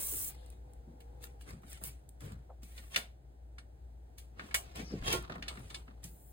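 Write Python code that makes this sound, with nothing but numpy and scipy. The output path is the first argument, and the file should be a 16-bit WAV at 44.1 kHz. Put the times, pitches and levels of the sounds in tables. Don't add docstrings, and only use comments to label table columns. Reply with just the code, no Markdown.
import sys
import numpy as np
from scipy import signal
from scipy.fft import rfft, irfft
from scipy.io import wavfile
from scipy.ndimage import uniform_filter1d

SR = 44100
rng = np.random.default_rng(int(sys.argv[2]) if len(sys.argv) > 2 else 0)


def dump(signal):
    limited = np.clip(np.atleast_2d(signal).T, -1, 1)
    pcm = np.round(limited * 32767).astype(np.int16)
    wavfile.write(sys.argv[1], SR, pcm)


N = 278756
TIME = np.arange(N) / SR
AGE = np.arange(SR // 2) / SR


def amp(db):
    return 10 ** (np.asarray(db) / 20)


def unit(x):
    return x / np.sqrt(np.mean(x ** 2, -1, keepdims=True) + 1e-30)


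def punch(x, size=400):
    power = uniform_filter1d(x ** 2, size, axis=-1)
    return x / np.sqrt(power.max(-1, keepdims=True))


def read(points, hz):
    f, value = np.transpose(points)
    return np.interp(np.log(hz + 1), np.log(f), value)


def level(rows):
    return amp(np.interp(TIME, *np.transpose(rows)))


def tint(x, colour):
    size = x.shape[-1]
    gain = amp(read(colour, np.fft.rfftfreq(size, 1 / SR)))
    return irfft(rfft(x) * gain, size)


def noise(size):
    return rng.standard_normal((2, size))


def band(hz, octaves, slope_db):
    away = np.log2((np.fft.rfftfreq(len(AGE), 1 / SR) + 1) / hz)
    skirt_db = -slope_db * (np.hypot(away, octaves) - octaves)
    return unit(irfft(rfft(noise(len(AGE))) * amp(skirt_db), len(AGE)))


def drift(rate):
    lowpass = np.exp(-(np.fft.rfftfreq(N, 1 / SR) / rate) ** 2)
    return unit(irfft(rfft(rng.standard_normal(N)) * lowpass, N))


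def dying(t60):
    return np.exp(-np.log(1000) * AGE / t60)


def ring(modes, detune=.002, vary_db=1.4):
    chance = rng.standard_normal((len(modes), 3, 2, 1))
    total = 0
    for (hz, db, t60), (way, weight, bend) in zip(modes, chance):
        gain = np.sign(way) * amp(db + vary_db * weight)
        total = total + gain * dying(t60) * np.sin(2 * np.pi * hz * (1 + detune * bend) * AGE)
    return total


def add(mix, s, sound):
    part = mix[:, max(round(s * SR), 0):][:, :sound.shape[1]]
    part += sound[:, :part.shape[1]]


def strokes(rows, fall_db_per_s, from_db=-22):
    power = np.zeros(N)
    for start, swell, hold, db in rows:
        age = TIME[TIME >= start] - start
        rise_db = from_db * np.maximum(1 - age / swell, 0)
        fall_db = fall_db_per_s * np.clip(age - swell - hold, 0, 1)
        power[N - len(age):] += amp(db + rise_db - fall_db) ** 2
    return np.sqrt(power)


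def patchy(x, patch_db, patch_s=0.066, patch_hz=450, size=512):
    overlap = size * 3 // 4
    z = signal.stft(x, nperseg=size, noverlap=overlap)[2]
    across = np.fft.fftfreq(z.shape[1], SR / size)
    along = np.fft.fftfreq(z.shape[2], size / 4 / SR)
    across, along = np.meshgrid(across, along, indexing="ij")
    smoothing = np.exp(-(across * patch_hz) ** 2 - (along * patch_s) ** 2)
    field = np.fft.ifft2(np.fft.fft2(rng.standard_normal(z.shape[1:])) * smoothing).real
    return signal.istft(z * amp(patch_db * field / field.std()), nperseg=size, noverlap=overlap)[1][:, :N]


def slipping(slips_per_s):
    return noise(N) * (rng.random(N) < slips_per_s / SR)


def friction(pressure, colour, slips_per_s, smooth_db, lumps_db, lump_rate, patch_db=4.0):
    grain = unit(slipping(slips_per_s)) + amp(smooth_db) * noise(N)
    rub = unit(tint(patchy(grain, patch_db), colour))
    return rub * pressure * amp(lumps_db * drift(lump_rate))


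def sing(gain, hz, jitter, jitter_rate, flutter_db):
    turns = np.cumsum(hz * (1 + jitter * drift(jitter_rate))) / SR
    return gain * np.sin(2 * np.pi * turns) * amp(flutter_db * drift(8.4))


def resonate(x, hz, width_hz):
    turn = np.exp(2j * np.pi * np.cumsum(hz) / SR)
    r = np.exp(-np.pi * width_hz / SR)
    return 2 * (turn * signal.lfilter([1 - r], [1, -r], x / turn)).real


# frequency_hz, relative_level_db
AIR_COLOUR = [(20, -12.5), (42, -6.5), (58, 11), (80, 1.5), (100, -3.5), (130, -2), (200, -14.5),
              (300, -12), (500, -14.5), (800, -13.5), (1100, -31.5), (1600, -28), (2500, -35.5),
              (5000, -39.5), (15000, -44)]
# time_s, level_db
AIR_LEVEL = [(0, -55.5), (1.4, -56), (2.1, -57.5), (3.3, -59), (4.33, -57.5), (5.5, -51.5), (5.85, -55.5),
             (6.32, -57)]


def background(hum_hz=58.96, hum_db=-53.0, waver_db=-1.16, wander=0.14):
    phase = 2 * np.pi * hum_hz * TIME + wander * drift(12)
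    hum = np.sqrt(2) * np.sin(phase) * amp(hum_db + waver_db * drift(3.7))
    air = unit(tint(noise(N), AIR_COLOUR)) * level(AIR_LEVEL) * amp(0.42 * drift(9.0))
    return np.array([hum, np.zeros(N)]) + air


# time_s, pitch_hz, level_db
WHINE = [(.1, 470, -79), (.42, 500, -62), (.58, 475, -73), (.69, 495, -64), (.83, 460, -72),
         (.94, 500, -65), (1.05, 470, -64), (1.16, 492, -61), (1.33, 478, -62), (1.7, 450, -102)]


def whine(upper_ratio=1.67, upper_db=-6, upper_width_hz=50):
    s, hz, db = np.transpose(WHINE)
    pitch = np.interp(TIME, s, hz)
    low = sing(0.91, pitch, jitter=0.0207, jitter_rate=60, flutter_db=-1.0)
    upper = unit(resonate(noise(N), pitch * upper_ratio, upper_width_hz))
    return amp(np.interp(TIME, s, db)) * (low + amp(upper_db) * upper)


# start_s, swell_s, hold_s, level_db
RUSTLES = [(-.01, 0.0062, 0.32, -61.5), (.29, 0.045, 0.2, -73), (1.2, 0.028, 0.0074, -57),
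           (1.39, 0.024, 0.0078, -62), (1.45, 0.031, 0.017, -58.5), (1.62, 0.098, 0.027, -55.5),
           (1.82, 0.027, 0.041, -56), (2.195, 0.011, 0.079, -61.5), (2.615, 0.008, .24, -66),
           (2.76, 0.0057, .01, -58), (2.885, 0.036, 0.056, -57.5), (4.17, 0.0093, 0.018, -62.5),
           (4.38, 0.076, 0.013, -64), (4.745, 0.029, 0.023, -58.5), (5.47, 0.021, 0.3, -64),
           (6.02, 0.016, 0.016, -58)]
# frequency_hz, relative_level_db
RUSTLE_COLOUR = [(100, 12.5), (500, -3), (1100, -4.5), (2200, 6), (4500, -1.5), (6500, -1.5), (9000, 2),
                 (12000, -4), (16000, -13.5)]


def clothes(crackle_db=-4):
    moves = strokes(RUSTLES, fall_db_per_s=220)
    brush = friction(moves, RUSTLE_COLOUR, slips_per_s=900, smooth_db=5.0,
                     lumps_db=0.3, lump_rate=35, patch_db=2.5)
    fold_colour = [(150, -9.5), (600, 2.5), (2200, -1.5), (6000, -10.5)]  # Hz, dB
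    folds = friction(moves, fold_colour, slips_per_s=160, smooth_db=-3.5, lumps_db=-4.5, lump_rate=34)
    return brush + amp(crackle_db) * folds


# start_s, swell_s, hold_s, level_db
SCUFFS = [(1.445, 0.025, 0.05, -57), (1.812, 0.0051, 0.0072, -54), (2.21, 0.009, 0.065, -54),
          (2.305, 0.0077, 0.013, -59.5), (4.32, 0.07, .03, -57), (5.56, 0.0085, 0.015, -54.5)]
# frequency_hz, relative_level_db
SCUFF_COLOUR = [(40, -6), (100, 13), (200, 2), (450, 4.5), (800, -5), (1400, -3.5), (5000, -20.5),
                (16000, -44)]


def scuffs():
    return friction(strokes(SCUFFS, fall_db_per_s=171), SCUFF_COLOUR, slips_per_s=1200, smooth_db=2,
                    lumps_db=0.5, lump_rate=69, patch_db=2.0)


# start_s, level_db
TICKS = [(0.462, -61), (0.5021, -55.5), (0.735, -61), (1.227, -56), (1.422, -58), (1.730, -46.5),
         (1.838, -38.5), (2.091, -54), (5.226, -55)]
# frequency_hz, relative_level_db
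TICK_COLOUR = [(100, -27), (3000, -11), (6000, -11.5), (8500, 1), (13000, -4), (16000, -9)]


def grit(t60=0.011, room_db=-22, room_t60=0.25):
    out = np.zeros((2, N))
    decay = dying(t60) + amp(room_db) * dying(room_t60)
    for s, db in TICKS:
        add(out, s, amp(db) * punch(tint(noise(len(AGE)), TICK_COLOUR) * decay))
    return out


# start_s, level_db, centre_hz, swell_s
THUDS = [(.125, -49.5, 318, 0.0031), (0.87, -52, 210, 0.009), (1.519, -45, 120, 0.0083),
         (1.859, -51, 98, 0.016), (2.207, -53, 163, 0.0076), (2.236, -43.5, 118, 0.0043),
         (2.311, -44.5, 118, 0.0051), (2.489, -48, 640, 0.0123), (2.63, -56, 176, 0.0017),
         (2.962, -48.5, 523, 0.0077), (4.431, -51.5, 228, 0.01), (4.759, -41, 194.2, 0.049),
         (4.913, -37, 350, 0.021), (4.931, -37.5, 146, 0.0061), (4.974, -39.5, 54, 0.043),
         (5.026, -46, 126, 0.034), (5.134, -38, 396, 0.0038), (5.15, -41, 148, .008),
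         (5.584, -49, 106, 0.016), (6.039, -48, 125, 0.0073)]


def thuds(t60=0.25, t60_slope=0.63, octaves=0.6, slope_db=27, apart=0.18):
    out = np.zeros((2, N))
    thump_hz, thump_swell_s = 206, 0.0058
    thumps = [(s, thump_db, thump_hz, thump_swell_s) for s, _, _, thump_db in KNOCKS]
    for s, db, hz, swell in THUDS + thumps:
        decay = dying(t60 * (thump_hz / hz) ** t60_slope)
        shape = np.minimum(AGE / swell, 1) ** 2 * decay
        add(out, s, amp(db) * punch(band(hz, octaves, slope_db) * shape))
    return out * np.array([[1], [apart]])


# start_s, swell_s, hold_s, level_db
SWEEPS = [(-.01, 0.01, 0.25, -35.5), (.24, 0.016, 0.034, -39), (1.215, 0.022, 0.01, -51.5),
          (1.68, 0.021, 0.014, -54), (1.808, 0.041, 0.025, -42.5), (2.63, 0.033, 0.25, -67),
          (6.04, 0.029, 0.38, -63)]
# frequency_hz, relative_level_db
SWEEP_COLOUR = [(100, -0.5), (400, -10), (1000, -14.5), (2500, -17), (4500, -14.5), (7000, -4), (9000, 0.5),
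                (13000, 2), (16000, 2)]


def sweep():
    return friction(strokes(SWEEPS, fall_db_per_s=598), SWEEP_COLOUR, slips_per_s=5100, smooth_db=2.0,
                    lumps_db=0.5, lump_rate=76, patch_db=2.0)


# start_s, length_s, level_db, starting_pitch_hz, pitch_jitter (share)
AIRY = [(0.268, 0.29, -69.5, 3900, 0.169), (0.471, .13, -75.5, 3830, 0.028), (4.82, 0.14, -56, 5340, 0.087)]


def squeals(sag_oct=0.12):
    out = np.zeros(N)
    for start, length, db, hz, rough in AIRY:
        part = np.clip((TIME - start) / length, 0, 1)
        pitch = hz * 2 ** (-sag_oct * part ** 4)
        arch = amp(db) * np.sin(np.pi * part)
        out += sing(arch, pitch, jitter=rough, jitter_rate=420, flutter_db=2.5)
    return out


# start_s, swell_s, hold_s, level_db
RATTLES = [(4.39, 0.016, 0.098, -56.5), (5.222, 0.0021, 0.0068, -52), (5.297, 0.002, 0.0042, -48),
           (5.357, 0.0039, 0.01, -62.5), (5.43, 0.0095, .01, -53), (5.483, .008, 0.058, -57.5),
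           (5.69, 0.022, 0.052, -60), (5.875, 0.0049, 0.017, -65.5)]
# frequency_hz, relative_level_db
RATTLE_COLOUR = [(100, -9), (350, 1), (700, -3.5), (1200, 3.5), (2200, -9.5), (4000, -9.5), (9000, -33.5),
                 (16000, -40)]


def rattle(contacts_per_s=100, spread_db=3, panel_db=-9, t60=0.066, count=4):
    out = np.zeros((2, N))
    for _ in range(count):
        tapped = rng.random(N) < contacts_per_s / count / SR
        taps = tapped * amp(spread_db * rng.standard_normal(N))
        dull = unit(tint(noise(len(AGE)), RATTLE_COLOUR) * dying(t60))
        body = dull + amp(panel_db) * unit(ring(PANEL))
        out += signal.fftconvolve(taps[None], body, axes=1)[:, :N]
    return unit(out) * strokes(RATTLES, fall_db_per_s=132.5)


# start_s, swell_s, hold_s, level_db
GRINDS = [(-.01, .01, 0.27, -68.5), (2.905, 0.033, 0.011, -47), (5.035, 0.048, 0.038, -33.5)]
# frequency_hz, width_hz, relative_level_db
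EDGE = [(1104, 20, -9), (1800, 55, -9.5), (2674, 37, -5.5), (3198, 91, -1.5), (3630, 63, -13),
        (4880, 55, -10), (6220, 45, -11.5), (9500, 190, -13.5)]


def grind(slips_per_s=1400, bend=.012, bend_rate=14, lumps_db=-0.7, lump_rate=90):
    slips = slipping(slips_per_s)
    shift = 1 + bend * drift(bend_rate)
    metal = unit(sum(amp(db) * unit(resonate(slips, hz * shift, width)) for hz, width, db in EDGE))
    return metal * strokes(GRINDS, fall_db_per_s=298) * amp(lumps_db * drift(lump_rate))


# start_s, swell_s, hold_s, level_db
SCRAPES = [(-.01, 0.0087, 0.031, -53), (2.9, 0.077, 0.0071, -51), (4.36, 0.029, 0.33, -59.5),
           (4.74, 0.018, 0.05, -45.5), (4.82, 0.088, 0.08, -55.5), (5.012, 0.067, 0.069, -37)]
# frequency_hz, relative_level_db
SCRAPE_COLOUR = [(30, -21.5), (130, 13), (280, 2), (450, 8), (700, 7.5), (1000, 2), (1500, -1), (2200, 2),
                 (3200, -3), (4500, -4.5), (7000, -11), (9500, -16), (16000, -22)]
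# frequency_hz, relative_level_db, t60_s
PANEL = [(360.6, -1.5, 0.23), (681, -2, .18), (1088, -6.5, 0.28), (1400, -6, 0.21), (2580, -6, 0.11),
         (3170, -7, 0.12)]


def scrape(free_s=5.13, free_db=-35, free_swell_s=0.014):
    rub = friction(strokes(SCRAPES, fall_db_per_s=263), SCRAPE_COLOUR, slips_per_s=1600, smooth_db=-0.5,
                   lumps_db=0.5, lump_rate=170, patch_db=1.4)
    panel = ring(PANEL, detune=0.0017, vary_db=0.5) * np.minimum(AGE / free_swell_s, 1)
    add(rub, free_s, amp(free_db) * punch(panel))
    return rub


def swinging(x, echo_db, delay_s=.0022, sway=.25, sway_rate=3.0):
    late = TIME - delay_s * np.exp(sway * drift(sway_rate))
    upper = tint(x, [(300, -13), (1200, 2.5)])
    echo = np.array([np.interp(late, TIME, port) for port in upper])
    return (x + amp(echo_db) * echo) / np.hypot(1, amp(echo_db))


def blows(rows, modes, tick_colour, modes_db, octaves, slope_db, crack_t60, tick_t60,
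          room_db, room_t60, wood_db, wood_hz):
    out = np.zeros((2, N))
    room = amp(room_db) * dying(room_t60)
    for s, db, hz, tick_db in rows:
        reached = [(f, d - 10 * np.log10(1 + (f / (2 * hz)) ** 4), t60) for f, d, t60 in modes]
        crack = punch(band(hz, octaves, slope_db) * np.hypot(dying(crack_t60), room))
        body = crack + amp(modes_db) * punch(ring(reached))
        wood = punch(band(wood_hz, octaves=0.37, slope_db=24.0) * dying(t60=0.3))
        tick = tint(noise(len(AGE)), tick_colour) * np.hypot(dying(tick_t60), room)
        add(out, s, amp(db) * (punch(body) + amp(wood_db) * wood) + amp(tick_db) * punch(tick))
    return out


# start_s, level_db, centre_hz, thump_level_db
KNOCKS = [(1.474, -59, 900, -56.5), (1.512, -59, 990, -54), (1.633, -56.5, 970, -55.5),
          (1.813, -53.5, 810, -54.5), (2.778, -48.5, 2930, -66), (2.944, -37.5, 2470, -84),
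          (2.960, -24.5, 2790, -69), (2.9613, -29, 1950, -52), (3.582, -49.5, 1370, -67),
          (4.394, -38, 1570, -55), (4.907, -56, 960, -45.5), (5.023, -48, 1190, -48.5),
          (5.297, -38.5, 757, -45.5), (5.356, -43.5, 800, -46.5), (5.424, -39.5, 2320, -59),
          (5.456, -60, 1680, -63), (5.572, -49, 1550, -50), (5.704, -52, 1300, -59),
          (5.879, -55, 1235, -55)]
# frequency_hz, relative_level_db, t60_s
FRAME = [(1090, -10, 0.086), (1448, 5.5, 0.17), (1830, 4, .19), (2080, -3.5, 0.14), (2660, 9, 0.071),
         (3220, -4, .16), (3770, 1.5, 0.12), (4595, 0.5, 0.16), (8010, -4.5, 0.12)]


def knocks(tick_db=-28):
    contacts = [(s, db, hz, db + tick_db) for s, db, hz, _ in KNOCKS]
    return blows(contacts, FRAME, TICK_COLOUR, modes_db=-11.5, octaves=1.0, slope_db=22.5,
                 crack_t60=0.047, tick_t60=0.012, room_db=-15.5, room_t60=0.24, wood_db=-25, wood_hz=655)


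# start_s, level_db, centre_hz, tick_level_db
CLICKS = [(1.004, -60, 2490, -62), (2.206, -59, 1630, -56), (2.632, -64, 3460, -54.5),
          (2.9605, -53, 3000, -34.5), (2.9755, -39.5, 2500, -40), (3.583, -54, 4100, -79),
          (4.182, -55, 3270, -51), (4.510, -47, 1840, -84), (4.5432, -25, 2130, -29),
          (4.547, -39, 2400, -28), (4.757, -75, 2500, -49), (5.127, -33, 2470, -30.5),
          (5.481, -35.5, 3270, -52), (5.701, -48.5, 3490, -68), (5.744, -39, 3400, -64.5),
          (6.040, -59, 2260, -43)]
# frequency_hz, relative_level_db, t60_s
LATCH = [(1740, 10, 0.043), (2218, 5.5, 0.11), (2604, 1.5, 0.078), (2880, -5.5, 0.19), (3160, 3, 0.17),
         (4050, 3, 0.074), (4650, 5, 0.11), (6800, -7.5, .12), (8250, 1.5, 0.18), (9400, 8.5, 0.071)]
# frequency_hz, relative_level_db
LATCH_TICK = [(100, -5), (3000, -12), (6000, 0), (8500, 1.5), (11000, 1.5), (13500, -3.5), (15400, -1.5),
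              (16000, -11.5)]


def clicks():
    return blows(CLICKS, LATCH, LATCH_TICK, modes_db=-4.0, octaves=0.17, slope_db=14.5,
                 crack_t60=0.074, tick_t60=0.0049, room_db=-16, room_t60=0.17, wood_db=-19.5, wood_hz=785)


# delay_s, relative_level_db
WALLS = [(.0017, 4.5), (.0031, -5), (.0046, -10), (.0069, -11), (0.015, -8)]


def entry(x, above_hz=900):
    hz = np.fft.rfftfreq(N, 1 / SR)
    echoes = sum(amp(db) * rng.choice([-1, 1], (2, 1)) * np.exp(-2j * np.pi * hz * s) for s, db in WALLS)
    share = hz ** 2 / (hz ** 2 + above_hz ** 2)
    power = 1 + share ** 2 * sum(amp(db) ** 2 for _, db in WALLS)
    return irfft(rfft(x) * (1 + share * echoes) / np.sqrt(power), N)


# frequency_hz, correlation
LIKENESS = [(100, 0.95), (230, 0.82), (400, 0.52), (620, -0.38), (1000, -0.33), (2800, -0.47), (4000, 0.32),
            (5600, -0.93), (7500, 0.41), (8700, 1), (10000, 0.55), (11400, -1.183), (12400, -0.88),
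            (13500, 0.55), (15200, 1)]


def scene():
    rubbing = swinging(sweep() + clothes() + scrape(), echo_db=-5) + squeals()
    feet = grit() + scuffs() + thuds()
    both = background() + whine() + feet + rubbing + rattle() + grind() + entry(knocks() + clicks())
    like = np.clip(read(LIKENESS, np.fft.rfftfreq(N, 1 / SR)), -1, 1)
    mid, side = irfft(rfft(both) * np.sqrt([(1 + like) / 2, (1 - like) / 2]), N)
    return np.array([mid + side, mid - side])


def record(dry):
    lean = tint(dry, [(300, 0.88), (600, -0.42), (1200, 0)]) - dry
    ports = dry + np.array([[1], [-1]]) * lean
    lowpass = signal.firwin(401, 16000, window=("kaiser", 8), fs=SR)
    return signal.oaconvolve(ports, lowpass[None], "same", axes=1)


dry = scene()
out = record(dry)
dump(out)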